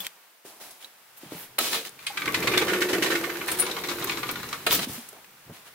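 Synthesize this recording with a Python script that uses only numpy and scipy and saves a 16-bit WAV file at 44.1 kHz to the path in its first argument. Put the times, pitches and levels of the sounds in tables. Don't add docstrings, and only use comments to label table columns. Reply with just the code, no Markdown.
import sys
import numpy as np
from scipy import signal
from scipy.fft import rfft, irfft, next_fast_len
from scipy.io import wavfile
from scipy.ndimage import uniform_filter1d, map_coordinates

SR = 44100
rng = np.random.default_rng(int(sys.argv[2]) if len(sys.argv) > 2 else 0)


def store_pcm(level_fs):
    pcm = np.round(np.clip(level_fs, -1, 1) * 32767).astype(np.int16)
    wavfile.write(sys.argv[1], SR, np.atleast_2d(pcm).T)


N = 253134
TIME = np.arange(N) / SR
AGE = np.arange(SR // 6) / SR


def amp(db):
    return 10 ** (np.asarray(db) / 20)


def unit(x):
    return x / np.sqrt(np.mean(x ** 2) + 1e-20)


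def crest(x):
    return x / np.sqrt(uniform_filter1d(np.mean(x ** 2, axis=0), SR // 250).max())


def along(points, hz):
    f, value = np.transpose(points)
    return np.interp(np.log(hz + 1), np.log(f), value)


def curve(points):
    return np.interp(TIME, *np.transpose(points))


def envelope(points):
    return amp(np.interp(TIME, *np.transpose(points), left=-120, right=-120))


def wobble(knots_per_s):
    knots = rng.standard_normal(int(N * knots_per_s / SR) + 4)
    return map_coordinates(knots, [TIME * knots_per_s / SR])


def filtered(x, response):
    size = next_fast_len(x.shape[-1] + SR // 20)
    return irfft(rfft(x, size) * response(np.fft.rfftfreq(size, 1 / SR)), size)[..., :x.shape[-1]]


def coloured(x, points, size=2048):
    cepstrum = irfft(np.log(amp(along(points, np.fft.rfftfreq(size, 1 / SR)))))
    cepstrum[1:size // 2] *= 2
    cepstrum[size // 2 + 1:] = 0
    impulse = irfft(np.exp(rfft(cepstrum)))
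    return signal.fftconvolve(x, impulse[None], axes=1)[:, :x.shape[1]]


def resonances(modes, f):
    return sum(amp(db) * 1j * f * width / (hz * hz - f * f + 1j * f * width) for hz, width, db in modes)


def through_part(x, part, direct_db, size=8192):
    modes = [(hz, np.log(1000) / np.pi / t60, db) for hz, db, t60 in part]
    impulse = irfft(1 + resonances(modes, np.fft.rfftfreq(size, 1 / SR)) / amp(direct_db))
    return signal.fftconvolve(x, impulse[None], axes=1)[:, :N]


# f/Hz, side re mid/dB
STEREO_WIDTH = [(60, -26), (130, -46), (330, -22), (600, -9.5), (1200, -7.5), (2400, -3), (5000, 0.5),
                (14000, -1)]
def spread(x):
    def weights(hz):
        share = amp(along(STEREO_WIDTH, hz))
        return np.array([np.ones_like(hz), share]) / np.hypot(1, share)
    mid, side = filtered(x, weights)
    return np.array([mid + side, mid - side])


def grit(per_s, scatter_db):
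    sizes = (rng.random(N) < per_s / SR) * amp(scatter_db * rng.standard_normal(N))
    return spread(sizes * rng.standard_normal((2, N)))


def onset(rise_s):
    return 1 - np.exp(-AGE / rise_s)


def burst(t60, rise_s):
    return spread(rng.standard_normal((2, len(AGE)))) * amp(-60 * AGE / t60) * onset(rise_s)


def ring(modes, scatter_db, drift_hz=25):
    hz, db, t60 = np.transpose(modes)[:, :, None]
    level = amp(db + scatter_db * rng.standard_normal(hz.shape) - 60 * AGE / t60)
    wander = np.cumsum(rng.standard_normal(level.shape), axis=1) * np.sqrt(2 * np.pi * drift_hz / SR)
    waves = level * np.exp(1j * (2 * np.pi * hz * AGE + wander))
    phases = np.exp(2j * np.pi * rng.random((2, len(modes))))
    return crest(spread((phases @ waves).real * onset(0.00032)))


def clack(hz, t60):
    modes = [(hz * .86, -8, t60), (hz, 0, t60), (hz * 1.07, -6, t60), (hz * 1.22, -9, t60)]
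    return ring(modes, scatter_db=1, drift_hz=30.8)


def stroke(s, length_s, t60, rise_s=0.017):
    return np.clip((TIME - s) / rise_s, 0, 1) * amp(-60 * np.maximum(TIME - s - length_s, 0) / t60)


def add(track, s, sound):
    start = max(0, round(s * SR))
    part = sound[:, :N - start]
    track[:, start:start + part.shape[1]] += part


# t/s, level/dB
AIR_LEVEL = [(0, -49.5), (0.4, -56.5), (0.9, -53.5), (1.5, -51), (4.6, -42), (5.3, -51.5), (5.74, -50.5)]
# f/Hz, gain/dB
AIR_SPECTRUM = [(25, -30), (70, -35), (150, -12.5), (300, -8), (900, -0.5), (1600, -0.5), (2800, -3.5),
                (7000, -9), (11700, -8), (16000, -5.5)]
def air(diffuse_db=-3):
    wash = spread(rng.standard_normal((2, N))) + amp(diffuse_db) * rng.standard_normal((2, N))
    return envelope(AIR_LEVEL) * unit(coloured(wash, AIR_SPECTRUM))


# t/s, level/dB
RUMBLE_LEVEL = [(0.9, -82), (1.3, -66), (1.5, -59), (2.0, -60.5), (2.16, -62), (2.26, -43), (2.46, -37),
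                (2.7, -42), (2.95, -60), (3.55, -60), (4.06, -42), (4.38, -41), (4.62, -49), (4.78, -41.5),
                (5.05, -65), (5.74, -65.5)]
# f/Hz, gain/dB
RUMBLE_SPECTRUM = [(20, 15.5), (45, -24), (80, 2.5), (125, 10.5), (200, 8), (280, 6), (500, 5),
                   (1000, -53.5)]
def rumble(bumps):
    return envelope(RUMBLE_LEVEL) * unit(coloured(grit(2500, 0.96) * bumps, RUMBLE_SPECTRUM))


# f/Hz, t60/s
PORCH_DECAY = [(150, 0.48), (1000, 0.13), (4000, 0.17), (14000, 0.32)]
def porch(x):
    hz, t, noise = signal.stft(rng.standard_normal((2, SR // 2)), SR, nperseg=256)
    decay = amp(-60 * t / along(PORCH_DECAY, hz)[:, None])
    tail = spread(signal.istft(noise * decay, SR, nperseg=256)[1])
    delayed = np.pad(tail / np.linalg.norm(tail[0]), ((0, 0), (SR // 150, 0)))
    return signal.fftconvolve(x, delayed, axes=1)[:, :N]


# f/Hz, gain/dB
SOLE_SPECTRUM = [(30, -14), (70, -13), (130, 1), (190, -4), (260, -10), (500, -17), (1500, -25),
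                 (5000, -58)]
def footfall(peak_s=5.505, level_db=-38, rise_t60=0.12, fall_t60=0.11):
    load_db = -60 * np.maximum((peak_s - TIME) / rise_t60, (TIME - peak_s) / fall_t60)
    return amp(level_db + load_db) * unit(coloured(grit(4000, 1), SOLE_SPECTRUM))


# t/s, half length/s, level/dB
SLEEVE_SWISHES = [(1.183, .014, -46), (1.405, 0.052, -40.5), (4.94, .03, -40)]
# f/Hz, gain/dB
SLEEVE_SPECTRUM = [(4000, -25), (8000, -10), (10500, -4), (13300, 2), (16000, -3)]
def swishes():
    swell = sum(amp(db) * np.exp(-((TIME - s) / half_s) ** 2) for s, half_s, db in SLEEVE_SWISHES)
    return swell * unit(coloured(grit(25000, 2), SLEEVE_SPECTRUM))


# t/s, length/s, t60/s, level/dB
SOLE_DRAGS = [(0.44, 0.26, 0.52, -56.5), (0.634, 0.038, .15, -61), (5.123, 0.059, 0.19, -53)]
def drags():
    hollow = [(150, -24), (380, -6.5), (500, -14), (720, -4), (1000, -10), (2500, -23), (8000, -38)]
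    level = sum(amp(db) * stroke(s, length_s, t60) for s, length_s, t60, db in SOLE_DRAGS)
    return level * unit(coloured(grit(4000, 2), hollow))


# f/Hz, gain/dB
HISS_SPECTRUM = [(2000, -8), (5000, 4), (7500, 2), (10500, 3), (12500, 2.5), (14500, -2), (16000, 6)]
def rubs(strokes, spectrum, grip_db, rough_db):
    coarse, fine = sum(amp([[coarse_db], [fine_db]]) * stroke(s, length_s, t60)
                       for s, length_s, t60, coarse_db, fine_db in strokes)
    grip = amp(grip_db * wobble(120))
    scrape = coarse * unit(coloured(grit(15000, rough_db) * grip, spectrum))
    hiss = fine * unit(coloured(grit(25000, 3.6) * grip, HISS_SPECTRUM))
    return scrape, hiss


# t/s, length/s, t60/s, scrape/dB, hiss/dB
SCUFF_STROKES = [(-.02, 0.094, 0.032, -46, -41), (0.443, 0.019, 0.76, -52, -43.5),
                 (0.597, 0.02, 0.74, -49, -41.5), (0.799, 0.034, 0.29, -52, -52),
                 (1.157, 0.022, 0.23, -59, -51), (1.199, 0.096, 0.37, -52.5, -52),
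                 (1.303, 0.14, 0.22, -47.5, -45), (4.874, 0.082, 0.57, -44, -37),
                 (5.523, 0.047, 0.34, -50, -50.5), (5.648, 0.033, 0.15, -52, -51)]
# f/Hz, gain/dB
SCUFF_SPECTRUM = [(40, -43), (130, -8), (300, -1.5), (750, 3), (1500, 0.5), (2800, 1.5), (4000, -1),
                  (5200, -8.5), (7500, -10), (12000, -64)]
def scuffs():
    scrape, hiss = rubs(SCUFF_STROKES, SCUFF_SPECTRUM, grip_db=1.1, rough_db=4)
    cloth = [(3000, 0.32), (7000, -1.4), (10000, 1.0), (13000, 0.94), (16000, -0.82)]
    return scrape + coloured(hiss, cloth)


# t/s, relative level/dB, f/Hz, t60/s
SOFT_CONTACTS = [(0, -46, 182, 0.1), (0.451, -37, 340, 0.0086), (1.233, -34.5, 276, 0.015),
                 (1.26, -39.5, 155, 0.063), (1.321, -24, 298, 0.012), (1.35, -34, 162, 0.067),
                 (1.613, -25.5, 300, 0.017), (2.102, -32, 810, 0.076), (4.665, -32.5, 222, 0.028),
                 (4.704, -27, 108, 0.02), (4.763, -24, 194, 0.0093), (4.79, -23, 172, 0.01),
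                 (4.871, -27, 242, 0.041), (4.897, -27.5, 136, 0.015), (4.978, -35.5, 236, 0.1),
                 (5.129, -39, 450, 0.012), (5.498, -31.5, 170, 0.014)]
def thuds(level_db=-5, puff_db=-9):
    out = np.zeros((2, N))
    for s, db, hz, t60 in SOFT_CONTACTS:
        swell = onset(1 / (1.5 * hz))
        push = np.gradient(np.sin(2 * np.pi * hz * AGE) * amp(-60 * AGE / t60) * swell)
        dull = [(hz / 4, -25), (hz, 0), (hz * 1.47, -7), (hz * 4, -22), (hz * 30, -55)]
        puff = coloured(burst(0.16, 0.0028), dull)
        add(out, s, amp(db + level_db) * (crest(push[None]) + amp(puff_db) * crest(puff)))
    return out


# t/s, relative level/dB, f/Hz, t60/s, ringing share/0-1
DRY_TICKS = [(.004, -22, 3440, 0.06, 0.96), (0.047, -25, 3200, 0.089, 0.2),
             (0.067, -12.5, 3600, 0.014, 0.12), (0.708, -32.5, 11000, 0.071, 0.1),
             (0.825, -34.5, 3500, 0.082, 0.06), (.845, -26, 3880, 0.036, 0.8),
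             (1.587, -6.5, 12500, 0.034, 0), (1.851, -22, 3000, 0.015, 0), (1.869, -39, 5000, 0.0089, 0),
             (1.881, -29, 3080, 0.011, 0), (1.893, -27, 9100, .01, 0.3), (2.067, -21.5, 9240, 0.027, 1),
             (2.478, -22, 2420, 0.011, 0.3), (2.579, -5, 3640, 0.0054, 0.14),
             (4.043, -14.5, 14200, 0.032, 0.4), (4.312, -18.5, 13200, 0.046, 0.3),
             (4.664, -26, 12200, 0.087, 0.15), (4.7097, -7, 3700, 0.0062, 0.1), (4.711, -23, 970, 0.099, 1),
             (5.088, -26.5, 11300, 0.035, 0.04), (5.129, -32, 960, 0.025, 0),
             (5.244, -35, 2540, 0.035, 0.2)]
def ticks(level_db=-10):
    out = np.zeros((2, N))
    for s, db, hz, t60, share in DRY_TICKS:
        spectrum = [(hz / 8, -20), (hz / 2, -8), (hz, 0), (hz * 1.22, -8), (hz * 4, -14)]
        snap = crest(coloured(burst(t60, 0.00006), spectrum))
        ping = ring([(hz, 0, t60)], scatter_db=0)
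        add(out, s, amp(db + level_db) * (np.sqrt(1 - share) * snap + np.sqrt(share) * ping))
    return out


def metal(hits, modes, spectrum, level_db, t60, rough_db):
    out = np.zeros((2, N))
    for s, db, ring_db in hits:
        teeth = amp(rough_db * wobble(500)[:len(AGE)])
        crack = crest(coloured(burst(t60, 0.00063) * teeth, spectrum))
        ringing = amp(ring_db) * ring(modes, scatter_db=2.6, drift_hz=30)
        add(out, s, amp(db + level_db) * crest(crack + ringing))
    return out


# t/s, relative level/dB, ring re crack/dB
JINGLE_HITS = [(.003, -33, 5), (4.716, -24, 3), (4.726, -17.5, 5), (4.748, -20, 0)]
# f/Hz, level/dB, t60/s
JINGLE_MODES = [(11400, -9, .06), (12800, -7, .06), (13500, -6, .07), (13879, -4, .1), (14100, -6, .08),
                (14465, 0, .12), (15020, -7, .07), (15320, -1, .12)]
def jingles():
    hits = metal(JINGLE_HITS, JINGLE_MODES, HISS_SPECTRUM, level_db=0.5, t60=0.14, rough_db=3)
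    return hits * amp([[1.5], [-2]])


# t/s, relative level/dB, ring re crack/dB
LATCH_HITS = [(3.477, -20.5, -8), (3.503, -25, -4), (3.515, -15, -12), (3.572, -26, -10), (3.587, -18, -5),
              (3.592, -21, -9), (3.597, -10, 5.5), (3.602, -16, 11)]
# f/Hz, level/dB, t60/s
LATCH_MODES = [(8630, 8, 0.04), (8950, 8, 0.054), (9621, 8, 0.11), (9796, 6, 0.17), (10100, -5, 0.06),
               (12310, -6, .07), (12700, 2, 0.055), (15570, -5, 0.068)]
# f/Hz, gain/dB
LATCH_SPECTRUM = [(3000, -1), (6500, -5), (7900, -1), (8800, 3.5), (10200, 3), (11400, -1), (12700, 3),
                  (14000, -7), (15000, -6), (15700, 3.5)]
def latch():
    return metal(LATCH_HITS, LATCH_MODES, LATCH_SPECTRUM, level_db=-6.5, t60=0.13, rough_db=3.5)


# f/Hz, level/dB, t60/s
CATCH_MODES = [(1130, -18, 0.055), (2130, 0, .06), (2474, 5, 0.039), (3180, -1, 0.057), (3950, -2, .05),
               (4380, -7, .05)]
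def catch(start_s=2.066, level_db=-24, crack_db=-5):
    out = np.zeros((2, N))
    bright = [(500, -18), (2500, 2), (4500, 3.5), (6000, -8), (9000, -4), (15000, -18)]
    crack = crest(coloured(burst(0.08, 0.0026), bright))
    ringing = ring(CATCH_MODES, scatter_db=1, drift_hz=34) * onset(0.0017)
    add(out, start_s, amp(level_db) * crest(ringing + amp(crack_db) * crack))
    return out


# t/s, length/s, t60/s, relative scrape/dB, hiss/dB
JAMB_STROKES = [(1.59, 0.085, 0.46, -29, -27.5), (1.71, 0.048, 0.26, -32, -32),
                (1.845, 0.029, 0.062, -39.5, -40), (4.695, 0.053, 0.33, -24.5, -25),
                (4.81, 0.038, 0.019, -32.5, -33.5)]
# f/Hz, gain/dB
JAMB_SPECTRUM = [(40, -36), (130, -7), (320, 6), (520, -0.5), (700, -0.5), (1500, -0.5), (2800, 3.5),
                 (4000, 4), (5200, 0), (7500, -7), (12000, -35)]
# f/Hz, level/dB, t60/s
EDGE_MODES = [(500, -11, .06), (690, -6, .08), (960, -4, .08), (1130, -4, .08), (1281, 0, .07),
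              (1750, -5, .08), (2200, -5, .06), (2500, -2, .06), (3060, -1, .06), (3510, -5, .04),
              (4040, -3, .06), (4807, -7, .05)]
def jamb(scrape_db=-3):
    scrape, hiss = rubs(JAMB_STROKES, JAMB_SPECTRUM, grip_db=1, rough_db=1.5)
    return amp(scrape_db) * through_part(scrape, EDGE_MODES, direct_db=-3) + hiss


# t/s, relative level/dB, t60/s, f/Hz
EDGE_BLOWS = [(1.583, -13, 0.072, 4010), (1.587, -12, 0.026, 1300), (1.655, -24.5, 0.058, 4040),
              (1.667, -37, 0.073, 3600), (1.728, -17, 0.17, 1780), (1.744, -16.5, 0.2, 3960),
              (4.6645, -10, 0.067, 2930), (4.6675, -9, 0.035, 1326), (4.722, -13, 0.036, 2980),
              (4.747, -29, .04, 3250), (4.791, -17, 0.047, 1960), (4.828, -23, .035, 3770),
              (4.841, -38, 0.032, 4240)]
# f/Hz, gain/dB
BLOW_SPECTRUM = [(60, -105), (200, -11), (500, 5.5), (1100, -0.5), (2400, 2.5), (3800, 4), (5500, -9.5),
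                 (10000, -7.5), (15000, -11)]
# f/Hz, level/dB, t60/s
LATTICE_MODES = [(998, -11, 0.095), (1154, -7, 0.089), (1438, -6.5, 0.083), (2226, -5.5, 0.084),
                 (2550, -6, 0.048), (3750, -5, 0.033), (4050, 3, 0.029)]
def blows(level_db=-10, note_db=-7, ring_db=-2):
    out = np.zeros((2, N))
    for s, db, t60, hz in EDGE_BLOWS:
        impact = crest(coloured(burst(t60, 0.0012), BLOW_SPECTRUM))
        edge = amp(ring_db) * ring(EDGE_MODES, scatter_db=6.2, drift_hz=21) * onset(0.0056)
        note = amp(note_db) * clack(hz, t60)
        add(out, s, amp(db + level_db) * crest(impact + note + edge))
    return through_part(out, LATTICE_MODES, direct_db=2)


# t/s, f/Hz, level/dB
WHEEL_SQUEALS = [
    [(2.66, 10600, -57), (2.72, 10850, -48), (2.8, 11250, -52), (2.88, 11400, -64)],
    [(2.72, 12800, -55), (2.79, 13250, -46), (2.86, 12900, -55)],
    [(4.1, 11600, -60), (4.18, 11600, -50), (4.24, 11900, -58), (4.3, 12400, -49)],
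    [(4.33, 11700, -51), (4.37, 10900, -52), (4.39, 10600, -60), (4.42, 10300, -54), (4.48, 9300, -58),
     (4.52, 8800, -64)],
]
def squeals():
    out = np.zeros(N)
    for squeal in WHEEL_SQUEALS:
        s, hz, db = np.transpose(squeal)
        pitch_hz = np.interp(TIME, s, hz) * (1 + .006 * wobble(500) + .004 * wobble(40))
        grip = np.clip(.55 + .5 * wobble(55), 0, 1.1)
        out += grip * envelope(np.transpose([s, db])) * np.sin(2 * np.pi * np.cumsum(pitch_hz) / SR)
    return out


# t/s, level/dB (full speed at full_db)
DOOR_PUSH = [(2.0, -78), (2.15, -49), (2.27, -36.5), (2.4, -29), (2.52, -27), (2.6, -27.5), (2.72, -26),
             (2.95, -26.5), (3.14, -26), (3.24, -29), (3.48, -36), (3.66, -33), (3.78, -36), (3.9, -33),
             (4.17, -36), (4.34, -44), (4.52, -58), (4.66, -78)]
def speed(full_db=-25.5):
    moving = (TIME > DOOR_PUSH[0][0]) * (TIME < DOOR_PUSH[-1][0])
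    return envelope(DOOR_PUSH) / amp(full_db) * moving


def sand(level_db=-45, speed_power=0.19):
    grains = signal.fftconvolve(grit(70, 4), burst(.008, .0002), axes=1)[:, :N]
    return amp(level_db) * speed() ** speed_power * unit(coloured(grains, HISS_SPECTRUM))


# f/Hz, gain/dB
DUST_SPECTRUM = [(2000, 1), (5000, -26), (8000, -11), (10500, 2), (12800, 7), (14500, 6), (16000, -19)]
def dust(bumps, level_db=-42, speed_power=0.32):
    hiss = unit(coloured(grit(11000, 4) * bumps, DUST_SPECTRUM))
    return amp(level_db) * speed() ** speed_power * hiss


# f/Hz, gain/dB
GLASS_SPECTRUM = [(100, -20), (600, -9), (900, -1), (1200, -0.5), (2300, -3), (2900, -5), (3700, -5.5),
                  (4700, -7.5), (6500, -10), (10000, -15), (15000, -21.5)]
# f/Hz, level/dB, t60/s
FRONT_PANE_MODES = [(1167, -10, 0.23), (1522, -8, 0.1), (2050, -2, 0.06), (2373, 0, 0.05),
                    (2560, -9, 0.058), (3460, -10, .09), (3820, -5.5, .08), (4270, -7, 0.056)]
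# f/Hz, level/dB, t60/s
REAR_PANE_MODES = [(1156, -4.5, 0.066), (1484, -2, 0.11), (1825, -3, 0.056), (2047, -4, 0.073),
                   (2290, -5, .07), (2644, -3.5, .06), (3000, -2.5, .07), (4000, -5, 0.048)]
REAR_PANE_S, OUTDOORS_S = 2.66, 3.45
def chatter(bumps, level_db=-37.5, speed_power=0.24):
    shake = coloured(grit(6000, 0.17), GLASS_SPECTRUM)
    front, rear, lattice = (unit(through_part(shake, modes, direct_db=-5))
                            for modes in (FRONT_PANE_MODES, REAR_PANE_MODES, LATTICE_MODES))
    tremble = np.select([TIME < REAR_PANE_S, TIME < OUTDOORS_S], [front, rear], lattice)
    return amp(level_db) * speed() ** speed_power * unit(tremble * bumps)


# f/Hz, width/Hz, gain/dB
FRAME_MODES = [(142.6, 3, -16), (193, 9, -3), (315, 8, -1), (347.8, 12, 9.5), (378, 18, 1), (410, 20, -7),
               (452, 18, -2), (526.5, 10, -11), (694, 16, -14)]
# t/s, share/0-1
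FRAME_LOOSENESS = [(3.3, 0), (3.8, .35), (4.3, .6)]
# t/s, f/Hz
FRAME_PITCH = [(2.15, 336), (2.42, 339), (2.56, 359.3), (2.88, 361.3), (3.0, 346.1), (3.36, 341.6),
               (3.63, 365.1), (3.86, 355.7), (4.12, 342), (4.4, 310.6)]
# t/s, swell/dB
RAIL_JOLTS = [(2.28, 9.5), (2.447, 6), (2.516, 3), (2.551, 4), (2.574, 10), (2.61, 5.5), (2.627, 8.5),
              (2.693, 4), (2.726, 6), (2.757, 5), (2.797, 3), (2.821, 5.5), (2.855, 5.5), (2.905, 7),
              (2.937, 10), (2.96, 6), (2.987, 8.5), (3.024, 4), (3.048, 6), (3.071, 2.5), (3.107, 3),
              (3.134, 6.5), (3.157, 3), (3.64, 8), (3.7, 6), (3.914, 5), (4.02, 5)]
def drone(level_db=-29.5, judder_db=1.5, rest_hz=348, widen_hz=58, jolt_s=0.008):
    rail = grit(8000, 1)
    def shaken(modes):
        return unit(filtered(rail, lambda f: resonances(modes, f) / (1 + 1j * f / 900)))
    loose = curve(FRAME_LOOSENESS)
    wide_modes = [(hz, width + widen_hz, db) for hz, width, db in FRAME_MODES]
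    frame = (1 - loose) * shaken(FRAME_MODES) + loose * shaken(wide_modes)
    power = uniform_filter1d(np.mean(frame ** 2, axis=0), SR // 60)
    frame = frame / np.abs(power) ** (1 / 3)
    clock = np.cumsum(curve(FRAME_PITCH) / rest_hz)
    bent = np.array([np.interp(clock, np.arange(N), side) for side in frame])
    jolts_db = sum(db * np.exp(-((TIME - s) / jolt_s) ** 2) for s, db in RAIL_JOLTS)
    return amp(level_db) * speed() * unit(bent * amp(jolts_db + judder_db * wobble(55)))


def rolling(bumps_db=1.5):
    bumps = amp(bumps_db * wobble(30))
    return rumble(bumps) + chatter(bumps) + dust(bumps) + drone() + sand()


# t/s, relative level/dB, f/Hz, treble/dB, buzz t60/s
PANE_KNOCKS = [(1.99, -40.5, 2510, 2, 0.042), (2.172, -22, 2510, -5, .06), (2.218, -24, 2310, -7, 0.054),
               (2.256, -25.5, 2380, 1, .035), (2.276, -19.5, 2176, -24, .055),
               (2.343, -16.5, 2434, 1.5, 0.056), (2.423, -25, 2310, 1, 0.18),
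               (2.471, -16.5, 2440, -2, 0.052), (2.515, -23.5, 2355, 2, 0.11), (2.535, -20, 2365, -7, 0.13),
               (2.573, -16, 3478, 3, 0.097), (2.614, -21.5, 2144, -3, 0.086), (2.679, -24, 2170, 1, 0.13),
               (2.693, -23.5, 1523, -4, 0.15), (2.731, -20, 1456, -2, 0.11), (2.758, -29, 1500, 0, .08),
               (2.805, -26.5, 1810, 8, 0.065), (2.817, -17.5, 1800, 2.5, 0.059),
               (2.886, -26, 1920, 5, 0.21), (2.929, -21.5, 1787, 5.5, 0.087), (2.943, -24, 1870, -15, 0.1),
               (3.022, -18, 1770, 5, 0.13), (3.058, -22, 1870, 1, 0.12), (3.102, -22.5, 1496, 3, 0.093),
               (3.114, -22, 1554, 2, 0.12), (3.151, -20, 2120, 2, 0.089), (3.238, -24, 2137, -2, 0.083),
               (3.294, -29.5, 1634, -8, 0.11), (3.353, -32, 1652, -3, 0.073), (3.411, -27, 2416, -8, 0.063),
               (3.481, -23.5, 1880, -3, 0.12), (3.618, -26, 1285, -1, 0.093), (3.664, -26.5, 997, 5, 0.046),
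               (3.712, -25.5, 3600, 6, 0.041), (3.765, -27, 1077, -2, 0.04), (3.836, -28, 2210, 3, 0.1),
               (3.885, -25, 1166, 6, 0.14), (3.912, -30.5, 1294, -10, 0.11), (4.021, -29, 1244, 5, .07),
               (4.071, -29, 1026, 12, 0.049), (4.094, -20.5, 2536, -1.5, 0.054),
               (4.117, -26.5, 2300, 1, 0.099), (4.171, -27.5, 1180, 2, .06), (4.23, -25, 1186, -8, 0.048),
               (4.289, -23.5, 1160, -3, 0.056), (4.356, -28.5, 1166, -7, 0.036),
               (4.43, -30.5, 1220, -1, 0.086), (4.487, -34.5, 2710, 24, 0.049),
               (4.527, -23.5, 1250, 0.5, 0.066)]
# f/Hz, gain/dB
INDOOR_SPECTRUM = [(500, -12.5), (1300, -4.5), (2200, 1.5), (3800, -1.5), (7000, -4.5), (14000, -2)]
# f/Hz, gain/dB
OUTDOOR_SPECTRUM = [(500, 1), (1300, -2.5), (2200, 2.5), (3800, 3.5), (7000, -1.5)]
def knocks(level_db=-2, modes_db=-2, note_db=-5, full_speed_rise_s=0.005, ring_cycles=110):
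    out = np.zeros((2, N))
    pace = np.clip(speed(), .1, 1)
    for s, db, hz, treble_db, t60 in PANE_KNOCKS:
        rise_s = full_speed_rise_s * pace[round(s * SR)] ** 0.57
        note = crest(clack(hz, ring_cycles / hz) * onset(rise_s))
        if s < OUTDOORS_S:
            spectrum, modes = INDOOR_SPECTRUM, FRONT_PANE_MODES if s < REAR_PANE_S else REAR_PANE_MODES
        else:
            spectrum, modes = OUTDOOR_SPECTRUM, LATTICE_MODES
        buzz = crest(coloured(coloured(burst(t60, rise_s), GLASS_SPECTRUM), spectrum))
        reseated = [(f * (1 + .012 * rng.standard_normal()), level, life) for f, level, life in modes]
        ringing = amp(modes_db) * crest(ring(reseated, scatter_db=3.5, drift_hz=18) * onset(rise_s))
        knock = crest(coloured(buzz + ringing, [(2200, 0), (6000, treble_db)]))
        add(out, s, amp(db + level_db) * crest(knock + amp(note_db) * note))
    return out


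def taps(level_db=-34, per_s=30, low_hz=1100, high_hz=3400, t60=0.035, speed_power=0.36, scatter_db=2):
    out = np.zeros((2, N))
    pace = speed()
    first_s, last_s = PANE_KNOCKS[1][0], PANE_KNOCKS[-1][0]
    for when, high, loud in rng.random((round((last_s - first_s) * per_s), 3)):
        s = first_s + when * (last_s - first_s)
        note = clack(low_hz * (high_hz / low_hz) ** high, t60) * onset(0.00064)
        buzz = crest(coloured(burst(t60, 0.0021), GLASS_SPECTRUM))
        gain = amp(level_db + scatter_db * (2 * loud - 0.5)) * pace[round(s * SR)] ** speed_power
        add(out, s, gain * crest(note + buzz))
    return out


# t/s, left minus right/dB
PANE_BALANCE = [(2.1, 0.5), (2.98, -1), (3.28, -4.5), (3.61, 1), (4.6, 2)]
def panes():
    return (knocks() + taps()) * amp(curve(PANE_BALANCE) * np.array([[.5], [-.5]]))


def scene():
    hard = panes() + catch() + blows()
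    near = latch() + jingles() + ticks() + thuds()
    impacts = hard + near + porch(amp(-4) * hard + amp(-19) * near)
    return impacts + rolling() + jamb() + scuffs() + drags() + swishes() + footfall() + squeals() + air()


def record(dry, bass_hz=60, top_hz=15800):
    thin = filtered(dry, lambda hz: 1j * hz / (bass_hz + 1j * hz))
    return filtered(thin, lambda hz: 1 / (1 + (hz / top_hz) ** 200))


dry = scene()
out = record(dry)
store_pcm(out)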